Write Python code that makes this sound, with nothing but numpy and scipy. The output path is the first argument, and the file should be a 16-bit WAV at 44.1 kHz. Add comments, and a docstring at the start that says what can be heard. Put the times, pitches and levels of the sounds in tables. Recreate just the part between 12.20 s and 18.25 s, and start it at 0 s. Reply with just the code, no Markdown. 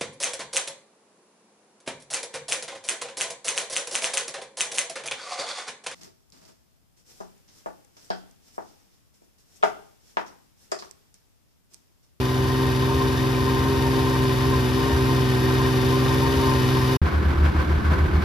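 """A three-cylinder four-stroke snowmobile idles outdoors, heard close to its open clutch: a drone of engine orders,
a lumpy exhaust thump, tooth-mesh whine in bursts and mechanical clatter. Orders, whine and clatter share one
unsteady crank phase; noise and random contacts ring the casing. After a very short near-silent gap comes the idle
inside an enclosed trailer: a low swept sine booms in throbs over noise shaped into rumble and a dull panel rattle."""
import sys
import numpy as np
from scipy import signal
from scipy.fft import rfft, irfft
from scipy.io import wavfile

SR = 44100
rng = np.random.default_rng(int(sys.argv[2]) if len(sys.argv) > 2 else 0)


def dump(signal):
    """Clip the signal to [-1, 1] and save it as 16-bit WAV at the path in sys.argv[1]."""
    limited = np.clip(np.atleast_2d(signal).T, -1, 1)
    pcm = np.round(limited * 32767).astype(np.int16)
    wavfile.write(sys.argv[1], SR, pcm)


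N = 266672
TIME = np.arange(N) / SR
FREQS = np.fft.rfftfreq(N, 1 / SR)

CUT_OUT_S, CUT_IN_S, FADE_IN_S, FADE_OUT_S = 4.773, 4.816, .001, .008
CUTOFF_HZ = 15500
CYLINDERS = 3
THUD_AT_CYCLE, THUMP_ORDER = .43, 3.5   # place in the cycle 0-1; multiple of the cycle rate
HALF_LEFT_RIGHT = np.array([[.5], [-.5]])

# throbs of the trailer air: start_s, end_s, peak_rms_db, pitch_hz
THROBS = [(4.772, 4.888, -17.3, 78.4), (4.915, 5.024, -18, 75), (5.018, 5.148, -18.3, 73),
          (5.148, 5.328, -15.6, 74), (5.338, 5.44, -17.5, 73.8), (5.455, 5.618, -18.3, 75.5),
          (5.635, 5.767, -17.2, 75.8), (5.768, 5.885, -16.8, 76.3), (5.905, 6.018, -17, 74.75),
          (6.007, 6.09, -22, 78)]


def from_db(db):
    """Decibels to gain."""
    return 10 ** (np.asarray(db) / 20)


def rms_one(x):
    """Scale to unit rms."""
    return x / np.sqrt(np.mean(x ** 2) + 1e-20)


def in_time(rows):
    """Each column of a time table, interpolated at every sample."""
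    s, *columns = np.transpose(rows)
    return [np.interp(TIME, s, column) for column in columns]


def over_hz(points):
    """A spectrum table at every frequency, joined on a log axis."""
    hz, value = np.transpose(points)
    return np.interp(np.log(FREQS + 1e-9), np.log(hz), value)


def pan(balance_db):
    """Left and right gains for a left-right level difference."""
    return from_db(HALF_LEFT_RIGHT * balance_db)


def drift(rate_hz):
    """Low-passed noise with a spread of 1."""
    spectrum = rfft(rng.standard_normal(N))
    return rms_one(irfft(spectrum / (1 + (FREQS / rate_hz) ** 2), N))


def during(start_s, end_s):
    """Gate between two times: a sharp start and a very short fade."""
    fade_in = np.clip((TIME - start_s) / FADE_IN_S, 0, 1)
    fade_out = np.clip((end_s - TIME) / FADE_OUT_S, 0, 1) ** 2
    return fade_in * fade_out


def coloured(drive, spectrum, likeness, modes=(), balance_db=0):
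    """Two unrelated excitations through a resonant body to two microphone ports; rms 1."""
    # arrival at the ports: frequency_hz, left_lead_rad
    port_lead = [(100, 0), (700, -.7), (1150, -.6), (1450, -2.1), (1620, -2.4), (1780, .4), (2600, .6),
                 (4500, .2), (6200, -1.2), (8200, -3.1), (11500, -6.2), (15000, -8.5)]
    mid, side = rfft(drive)
    alike = np.clip(over_hz(likeness), -.99, .99)
    pair = np.sqrt(1 + alike) * mid + np.sqrt(1 - alike) * side * [[1], [-1]]
    pair[0] *= np.exp(1j * over_hz(port_lead))
    power = pan(balance_db) ** 2
    for hz, width_hz, db, side_db in modes:
        peak = from_db(db) * pan(side_db) / (1 + (2 * (FREQS - hz) / width_hz) ** 2)
        power = power + 2 * peak ** 2
    return rms_one(irfft(pair * from_db(over_hz(spectrum)) * np.sqrt(power), N))


def drone(cycle, hum_db, drone_db, firing_rough=0.032, uneven_rough=0.11):
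    """Firing harmonics line up into pulses, rougher as they go up; unequal cylinders add restless orders between."""
    # engine orders: multiple_of_cycle_rate, relative_level_db, left_right_db, left_lead_rad
    engine_orders = [(3, -35.3, 3.5, 0.2), (4, -36, -2.5, -0.1), (5, -37.1, -0.6, -0.2),
                     (6, -25.0, -2.1, -0.3), (7, -40.7, 0.4, 0.1), (8, -52, 0, 0), (9, -44.5, -1.5, 0.7),
                     (10, -44, -2.2, -0.6), (11, -50, 0, 0), (12, -28.1, 4.1, -0.3), (14, -49.0, 2.8, 0.2),
                     (15, -34.1, -1.3, 0.5), (16, -49.7, -0.0, -0.3), (18, -27.8, -0.6, -0.6),
                     (19, -47.6, 2.9, -0.1), (20, -48.0, 0.9, 1.0), (21, -41.9, 0.3, 1.0),
                     (23, -50.9, 3.9, -0.0), (25, -50.5, 5.2, -0.0), (26, -48.3, 7.4, 0.2),
                     (27, -51.6, 0.5, -0.2), (33, -48.0, -4.5, -1.2), (35, -52, 2, 0), (36, -52, 2, 0),
                     (37, -53, 2, 0), (45, -52, 2, -0.5)]
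    out = np.zeros((2, N))
    for order, db, side_db, lead_rad in engine_orders:
        firing = order % CYLINDERS == 0
        if order < 2 * CYLINDERS:
            swell_db = 0
        elif order == 2 * CYLINDERS:
            swell_db = hum_db
        else:
            swell_db = drone_db
        if abs(order - THUMP_ORDER) < 1:   # the two lowest orders meet in one soft thud per cycle
            smear_rad = -2 * np.pi * order * THUD_AT_CYCLE - np.pi / 2
        elif firing:   # the silencer delays each harmonic differently, spreading the pulse
            smear_rad = -.9 - .75 * (order / CYLINDERS - 5) ** 2
        else:
            smear_rad = 2 * np.pi * rng.random()
        angle = 2 * np.pi * order * cycle + smear_rad + lead_rad * HALF_LEFT_RIGHT
        rough = firing_rough * order / CYLINDERS if firing else uneven_rough
        tone = (1 + rough * drift(15.5)) * np.cos(angle + rough * drift(4.1))
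        level_db = db + swell_db - np.mean(swell_db)
        out += np.sqrt(2) * from_db(level_db) * pan(side_db) * tone
    return out


def exhaust(cycle, pipe_hz=77, section_width_hz=36):
    """Each firing burns a little stronger or weaker, and the difference thuds in the silencer; rms 1."""
    fires = np.diff(np.floor(cycle * CYLINDERS), prepend=0) > 0
    pulses = fires * rng.choice([-1, 1], N)
    r = np.exp(-np.pi * section_width_hz / SR)
    section = [1, 0, -1, 1, -2 * r * np.cos(2 * np.pi * pipe_hz / SR), r * r]
    return rms_one(signal.sosfilt([section, section], pulses + 1e-18))


def grains(per_s, spread_db):
    """Two streams of tiny random contacts of uneven size; rms 1."""
    hit = rng.random((2, N)) < per_s / SR
    size = from_db(spread_db * rng.standard_normal((2, N)))
    return rms_one(hit * rng.standard_normal((2, N)) * size)


def engine_bay(x, length_s=.02, decay_s=.007, echo_db=-11):
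    """Nearby metal walls add a dense scatter of short reflections."""
    age_s = TIME[:round(length_s * SR)]
    echoes = rng.standard_normal((2, len(age_s))) * np.exp(-age_s / decay_s)
    echoes /= np.linalg.norm(echoes, axis=1, keepdims=True)
    return x + from_db(echo_db) * signal.fftconvolve(x, echoes, axes=1)[:, :N]


def clatter(cycle, flicker_db=0.5, grain_db=-8, split_hz=3000, surge_sharpness=9):
    """Clutch parts knock and the valve gear ticks at set places in the cycle; both ring the casing; rms 1."""
    # dull clutch knocks: place_in_cycle (0-1), rise_db
    knocks = [(.03, 1.5), (.38, 2.2), (.53, 1.9), (.8, 1.3)]
    # bright valve gear ticks: place_in_cycle (0-1), rise_db
    valve_ticks = [(.07, 2.1), (.18, 2), (.38, 1.4), (.84, 2)]
    # clatter spectrum: frequency_hz, relative_density_db
    clatter_spectrum = [(12, -30), (25, -11), (60, 4), (170, 1), (480, 2), (650, -1.5), (1200, 0.9),
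                        (2050, -4), (2400, -4.5), (3300, -6.5), (4500, -9.5), (7200, -16.5), (10000, -17.5),
                        (13000, -16.5), (15500, -40)]
    # casing and clutch modes: frequency_hz, width_hz, relative_level_db, left_right_db
    casing = [(570, 100, -5, 0), (722, 50, -7.5, -8), (800, 50, -9, 8), (1150, 70, -6, -1),
              (1580, 150, 2.5, -5), (1865, 110, 3.5, 5), (2205, 90, -4, 3), (2580, 170, 0.3, 4),
              (2940, 170, -.5, 6), (3620, 220, 1.3, 0), (3880, 110, -.5, 2), (4170, 80, -4.5, 1),
              (4560, 150, -2, 4), (5300, 1600, -3, 5)]
    # stereo outdoors: frequency_hz, left_right_likeness
    open_likeness = [(60, .96), (300, .88), (600, .57), (1100, .6), (1350, .4), (2000, .6), (4500, .62),
                     (6500, .55), (8500, .75), (12000, .72)]
    # stereo outdoors: frequency_hz, left_right_db
    open_balance = [(100, 13), (550, 5), (750, 1), (1400, 2), (2200, 5.5), (4500, 5), (7000, 0)]
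    contacts = rng.standard_normal((2, N)) + from_db(grain_db) * grains(per_s=550, spread_db=-1.0)
    drive = 0
    for surges, band in ((knocks, "low"), (valve_ticks, "high")):
        surge_db = 0
        for place, rise_db in surges:
            nearness = np.cos(2 * np.pi * (cycle - place)) - 1
            surge_db = surge_db + rise_db * np.exp(surge_sharpness * nearness)
        split = signal.butter(3, split_hz, band, fs=SR, output="sos")
        gain = from_db(surge_db + flicker_db * drift(56))
        drive = drive + signal.sosfilt(split, contacts * gain)
    return coloured(engine_bay(drive), clatter_spectrum, open_likeness, casing, over_hz(open_balance))


def whine(cycle, tones, lead_rad=-0.89, flutter=.3, flutter_hz=20, flutter_in_pitch=.8):
    """Meshing teeth sing through clutch resonances, fluttering as the backlash opens and closes; rms 1."""
    # clutch resonances: frequency_hz, width_hz, relative_level_db
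    clutch = [(921, 70, 3), (1035, 110, 0)]
    out = np.zeros((2, N))
    for order, db, side_db in tones:
        # real part: loudness; imaginary part: mostly phase
        flutter_pair = drift(flutter_hz) + 1j * flutter_in_pitch * drift(flutter_hz)
        wander = 1 + flutter * flutter_pair / np.sqrt(2)
        angle = 2 * np.pi * order * cycle + lead_rad * HALF_LEFT_RIGHT
        out += from_db(db) * pan(side_db) * np.real(wander * np.exp(1j * angle))
    body = sum(from_db(db) / (1 + 2j * (FREQS - hz) / width_hz) for hz, width_hz, db in clutch)
    return rms_one(irfft(rfft(out) * body, N))


def bursts(rows, rest_db, edge_db=4):
    """Gain of a whine as the drive takes up load in short flat-topped bursts and sheds it again."""
    t = TIME[::100]
    swells = [db - edge_db * np.abs(2 * (t - s) / length_s) ** 3 for s, length_s, db in rows]
    level_db = np.maximum(np.max(swells, axis=0), rest_db)
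    return from_db(np.interp(TIME, t, level_db))


def thumps(cycle, thump_s=.09, trim_db=-11):
    """A hard firing lands on the thud of its cycle and rings the silencer for a few swings."""
    # hard firings: middle_s, level_before_trim_db
    hard_firings = [(.21, -27), (.3, -35), (.43, -25), (.481, -27), (.765, -18.5), (.852, -24),
                    (1.222, -26), (1.317, -24), (1.408, -22), (1.499, -27), (1.594, -22.5), (1.685, -17),
                    (1.822, -23.5), (1.916, -31), (2.005, -20), (2.191, -25), (2.285, -20), (2.374, -19),
                    (2.56, -28), (2.749, -11), (2.84, -21), (2.932, -31), (3.025, -27), (3.357, -26),
                    (3.683, -26), (3.913, -26), (4.004, -26), (4.095, -20.5), (4.188, -14), (4.279, -21),
                    (4.375, -21), (4.653, -24)]
    out = np.zeros(N)
    for s, db in hard_firings:
        landing = np.round(np.interp(s, TIME, cycle) - THUD_AT_CYCLE) + THUD_AT_CYCLE
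        near = np.abs(TIME - s) < thump_s / 2
        swell = np.cos(np.pi * (TIME[near] - s) / thump_s) ** 2
        ring = np.sin(2 * np.pi * THUMP_ORDER * (cycle[near] - landing))
        out[near] += from_db(db + trim_db) * swell * ring
    return np.sqrt(2) * out


def outdoors():
    """The open engine bay from close by: one crank phase times the drone, exhaust, clatter, whines and thumps."""
    # unsteady idle: time_s, firings_per_s
    speed = [(0.0, 63.4), (0.1, 64.1), (0.46, 65.3), (0.52, 63.8), (0.78, 66.0), (0.96, 64.4), (1.1, 64.9),
             (1.16, 64.0), (1.3, 65.5), (1.36, 65.0), (1.5, 66.5), (1.62, 65.2), (1.68, 65.6), (2.1, 64.7),
             (2.18, 63.9), (2.29, 65.9), (2.41, 63.5), (2.49, 62.8), (2.67, 66.8), (2.83, 64.4),
             (2.89, 65.3), (3.15, 63.4), (3.25, 63.8), (3.41, 65.0), (3.61, 63.8), (3.71, 64.9),
             (3.97, 65.0), (4.15, 66.6), (4.45, 63.6), (4.53, 65.1), (4.63, 64.1), (4.76, 64.8)]
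    # low hum at two firings' worth of orders (order 6): time_s, level_db (only its swing about the mean is used)
    hum = [(0.0, -22.5), (0.68, -21), (0.76, -24.5), (1.02, -21.5), (1.52, -23), (2.18, -20.5), (2.41, -20),
           (2.73, -26.5), (2.83, -19.5), (3.63, -19.5), (4.03, -20), (4.15, -24.5), (4.43, -18),
           (4.76, -20.5)]
    # drone above the hum: time_s, level_db (only its swing about the mean is used)
    drone_swell = [(0.0, -24), (.2, -24), (.42, -22.5), (.55, -24), (.72, -23), (.85, -22), (1.12, -23.5),
                   (1.28, -22.5), (1.5, -22), (1.75, -21), (1.93, -21.5), (2.05, -22), (2.18, -23.5),
                   (2.31, -21), (2.45, -23), (2.62, -22), (2.77, -21.2), (2.84, -22), (2.92, -21),
                   (3.12, -23.5), (3.28, -21), (3.55, -22), (3.75, -21.5), (3.95, -20.5), (4.1, -21.5),
                   (4.3, -19.5), (4.38, -22.5), (4.5, -21.5), (4.58, -21.5), (4.67, -22.5), (4.76, -21.5)]
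    # tooth-mesh tones, lower pair then upper: multiple_of_cycle_rate, relative_level_db, left_right_db
    mesh = [(42, 14, 2), (43, 4, 9), (47, -8.5, 2), (48, -1.5, 3.5)]
    # lower whine pair: middle_s, length_s, peak_before_trim_db
    low_bursts = [(0.451, 0.098, -33), (0.71, 0.052, -29.5), (0.81, 0.045, -31), (0.875, 0.16, -32.5),
                  (1.109, 0.032, -32), (1.293, 0.061, -34), (1.429, 0.035, -35), (1.497, 0.48, -30.5),
                  (1.656, 0.056, -27.5), (1.792, 0.072, -30), (1.847, 0.07, -31.9), (1.961, 0.06, -29),
                  (2.257, 0.14, -31.5), (2.606, 0.055, -31), (2.703, 0.127, -29.5), (2.77, 0.033, -31),
                  (2.903, 0.069, -30), (3.0, 0.034, -34), (3.412, 0.084, -32), (3.516, 0.041, -31),
                  (3.742, 0.078, -33), (3.892, 0.048, -28), (4.045, 0.052, -26.5), (4.246, 0.26, -28.1),
                  (4.568, 0.069, -30.1), (4.715, 0.04, -31)]
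    # upper whine pair: middle_s, length_s, peak_before_trim_db
    high_bursts = [(0.132, 0.061, -31.8), (0.25, 0.025, -29), (0.306, 0.034, -29), (0.442, 0.17, -30),
                   (0.632, 0.035, -30), (0.73, 0.039, -29.3), (0.819, 0.03, -26), (0.902, 0.025, -29),
                   (1.043, 0.054, -31.5), (1.216, 0.045, -27.5), (1.281, 0.026, -26), (1.354, 0.44, -31),
                   (1.779, 0.092, -29.5), (1.879, 0.043, -29), (1.968, 0.28, -32), (2.112, 0.039, -28.5),
                   (2.239, 0.039, -28), (2.346, 0.046, -25), (2.473, 0.054, -37), (2.555, 0.029, -42),
                   (2.626, 0.18, -31), (2.799, 0.062, -32.5), (2.896, 0.054, -30), (2.99, 0.034, -30.5),
                   (3.056, 0.034, -31), (3.235, 0.055, -31.6), (3.3, 0.03, -27), (3.406, 0.043, -26.5),
                   (3.478, 0.049, -30.1), (3.733, 0.072, -28.5), (3.844, 0.035, -31), (3.917, 0.028, -28.5),
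                   (4.055, 0.089, -28), (4.291, 0.1, -25.8), (4.452, 0.023, -26), (4.564, 0.029, -26.5),
                   (4.633, 0.032, -28), (4.703, 0.054, -30)]
    low_trim_db, high_trim_db, upper_offset_cycles = -4, -2.5, .36
    clatter_start_db, clatter_rise_db_per_s, clatter_share_of_drone = -30, 0.5, 0.19

    (firings_per_s,), (hum_db,), (drone_db,) = map(in_time, (speed, hum, drone_swell))
    cycle = np.cumsum(firings_per_s) / SR / CYLINDERS
    orders = from_db(-0.04) * drone(cycle, hum_db, drone_db)
    mutter = from_db(-37) * exhaust(cycle)
    clatter_db = clatter_start_db + clatter_rise_db_per_s * TIME
    clatter_db = clatter_db + clatter_share_of_drone * (drone_db - drone_db.mean())
    rattling = from_db(clatter_db) * clatter(cycle)
    low_gain = from_db(low_trim_db) * bursts(low_bursts, rest_db=-36.5)
    low_whine = low_gain * whine(cycle, mesh[:2])
    high_gain = from_db(high_trim_db) * bursts(high_bursts, rest_db=-35.5)
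    high_whine = high_gain * whine(cycle + upper_offset_cycles, mesh[2:])
    return orders + mutter + rattling + low_whine + high_whine + thumps(cycle)


def throb(start_s, end_s):
    """One half-sine swell from 0 to 1 and back."""
    return np.sin(np.pi * np.clip((TIME - start_s) / (end_s - start_s), 0, 1))


def boom(overtone_db=-18, shape=0.87):
    """The exhaust drives the trailer air at one low, slightly moving note, swelling over seven times a second."""
    hz, = in_time([((start_s + end_s) / 2, hz) for start_s, end_s, _, hz in THROBS])
    angle = 2 * np.pi * np.cumsum(hz) / SR
    # shape below 1 flattens the top of each swell and steepens its ends
    swell = sum(from_db(db) * np.abs(throb(start_s, end_s)) ** shape for start_s, end_s, db, _ in THROBS)
    return np.sqrt(2) * swell * (np.sin(angle) + from_db(overtone_db) * np.sin(2 * angle))


def trailer():
    """Close walls smear the firings into rumble that swells with each throb; panels chatter dully in bursts."""
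    # rumble spectrum: frequency_hz, relative_density_db
    rumble_spectrum = [(18, -38), (30, -6), (50, 3.5), (62, -1), (88, -1.5), (110, 0), (145, 0), (195, -.5),
                       (245, -7.5), (335, -1), (400, -5), (470, -18), (800, -57)]
    # rattle spectrum: frequency_hz, relative_density_db
    rattle_spectrum = [(250, -27), (500, -1), (650, -1), (1050, 1), (1500, 1.5), (1900, -5.5), (2250, -6.5),
                       (2600, -10.5), (4700, -17.5), (6200, -25), (10000, -30.5), (13500, -30),
                       (15000, -53)]
    # wall and panel modes: frequency_hz, width_hz, relative_level_db, left_right_db
    panels = [(514, 25, 2, 0), (965, 40, -2, 0), (1020, 25, 3, 3), (1103, 30, 3, 0), (1550, 110, 1, -4),
              (1730, 60, -3, 0), (2200, 50, 0, 0)]
    # stereo in the trailer: frequency_hz, left_right_likeness
    trailer_likeness = [(60, .98), (130, .92), (290, .6), (640, .42), (1400, .2), (3100, .45), (12000, .5)]
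    # bursts of panel rattle: peak_s, rise_db
    shakes = [(4.865, 5.5), (4.935, 3.8), (5.04, 2), (5.104, 4), (5.185, 1.5), (5.256, 6.3), (5.365, 3),
              (5.41, 4.8), (5.508, 4), (5.57, 1.3), (5.66, 4), (5.725, 6.5), (5.79, 3.5), (5.86, 2.5),
              (5.95, 3.2), (6.025, 5)]
    rumble_db, rumble_swell_db, rattle_db = -26.5, 1, -33
    shake_rise_s, shake_fall_s = .016, .032
    chatter_per_s, chatter_swing_db = 38, .9

    swell = sum(throb(start_s, end_s) for start_s, end_s, *_ in THROBS)
    rumble = coloured(rng.standard_normal((2, N)), rumble_spectrum, trailer_likeness)
    chatter_angle = 2 * np.pi * chatter_per_s * TIME + 2.0 * drift(5)
    chatter_db = chatter_swing_db * np.cos(chatter_angle) + 0.5 * drift(120)
    contacts = rng.standard_normal((2, N)) * from_db(chatter_db)
    rattle = coloured(contacts, rattle_spectrum, trailer_likeness, panels)
    shake_db = 0
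    for s, rise_db in shakes:
        spread_s = np.where(TIME < s, shake_rise_s, shake_fall_s)
        shake_db = shake_db + rise_db * np.exp(-((TIME - s) / spread_s) ** 2)
    rumble_gain = from_db(rumble_db + rumble_swell_db * swell)
    return boom() + rumble_gain * rumble + from_db(rattle_db + shake_db) * rattle


def scene():
    """The two places follow each other with a near-silent gap between, over a very faint hiss."""
    hiss = from_db(-100) * rng.standard_normal((2, N))
    return during(0, CUT_OUT_S) * outdoors() + during(CUT_IN_S, np.inf) * trailer() + hiss


def record(dry):
    """A steep elliptic low-pass cuts the top."""
    return signal.sosfilt(signal.ellip(10, .1, 80, CUTOFF_HZ, fs=SR, output="sos"), dry)


dry = scene()
out = record(dry)
dump(out)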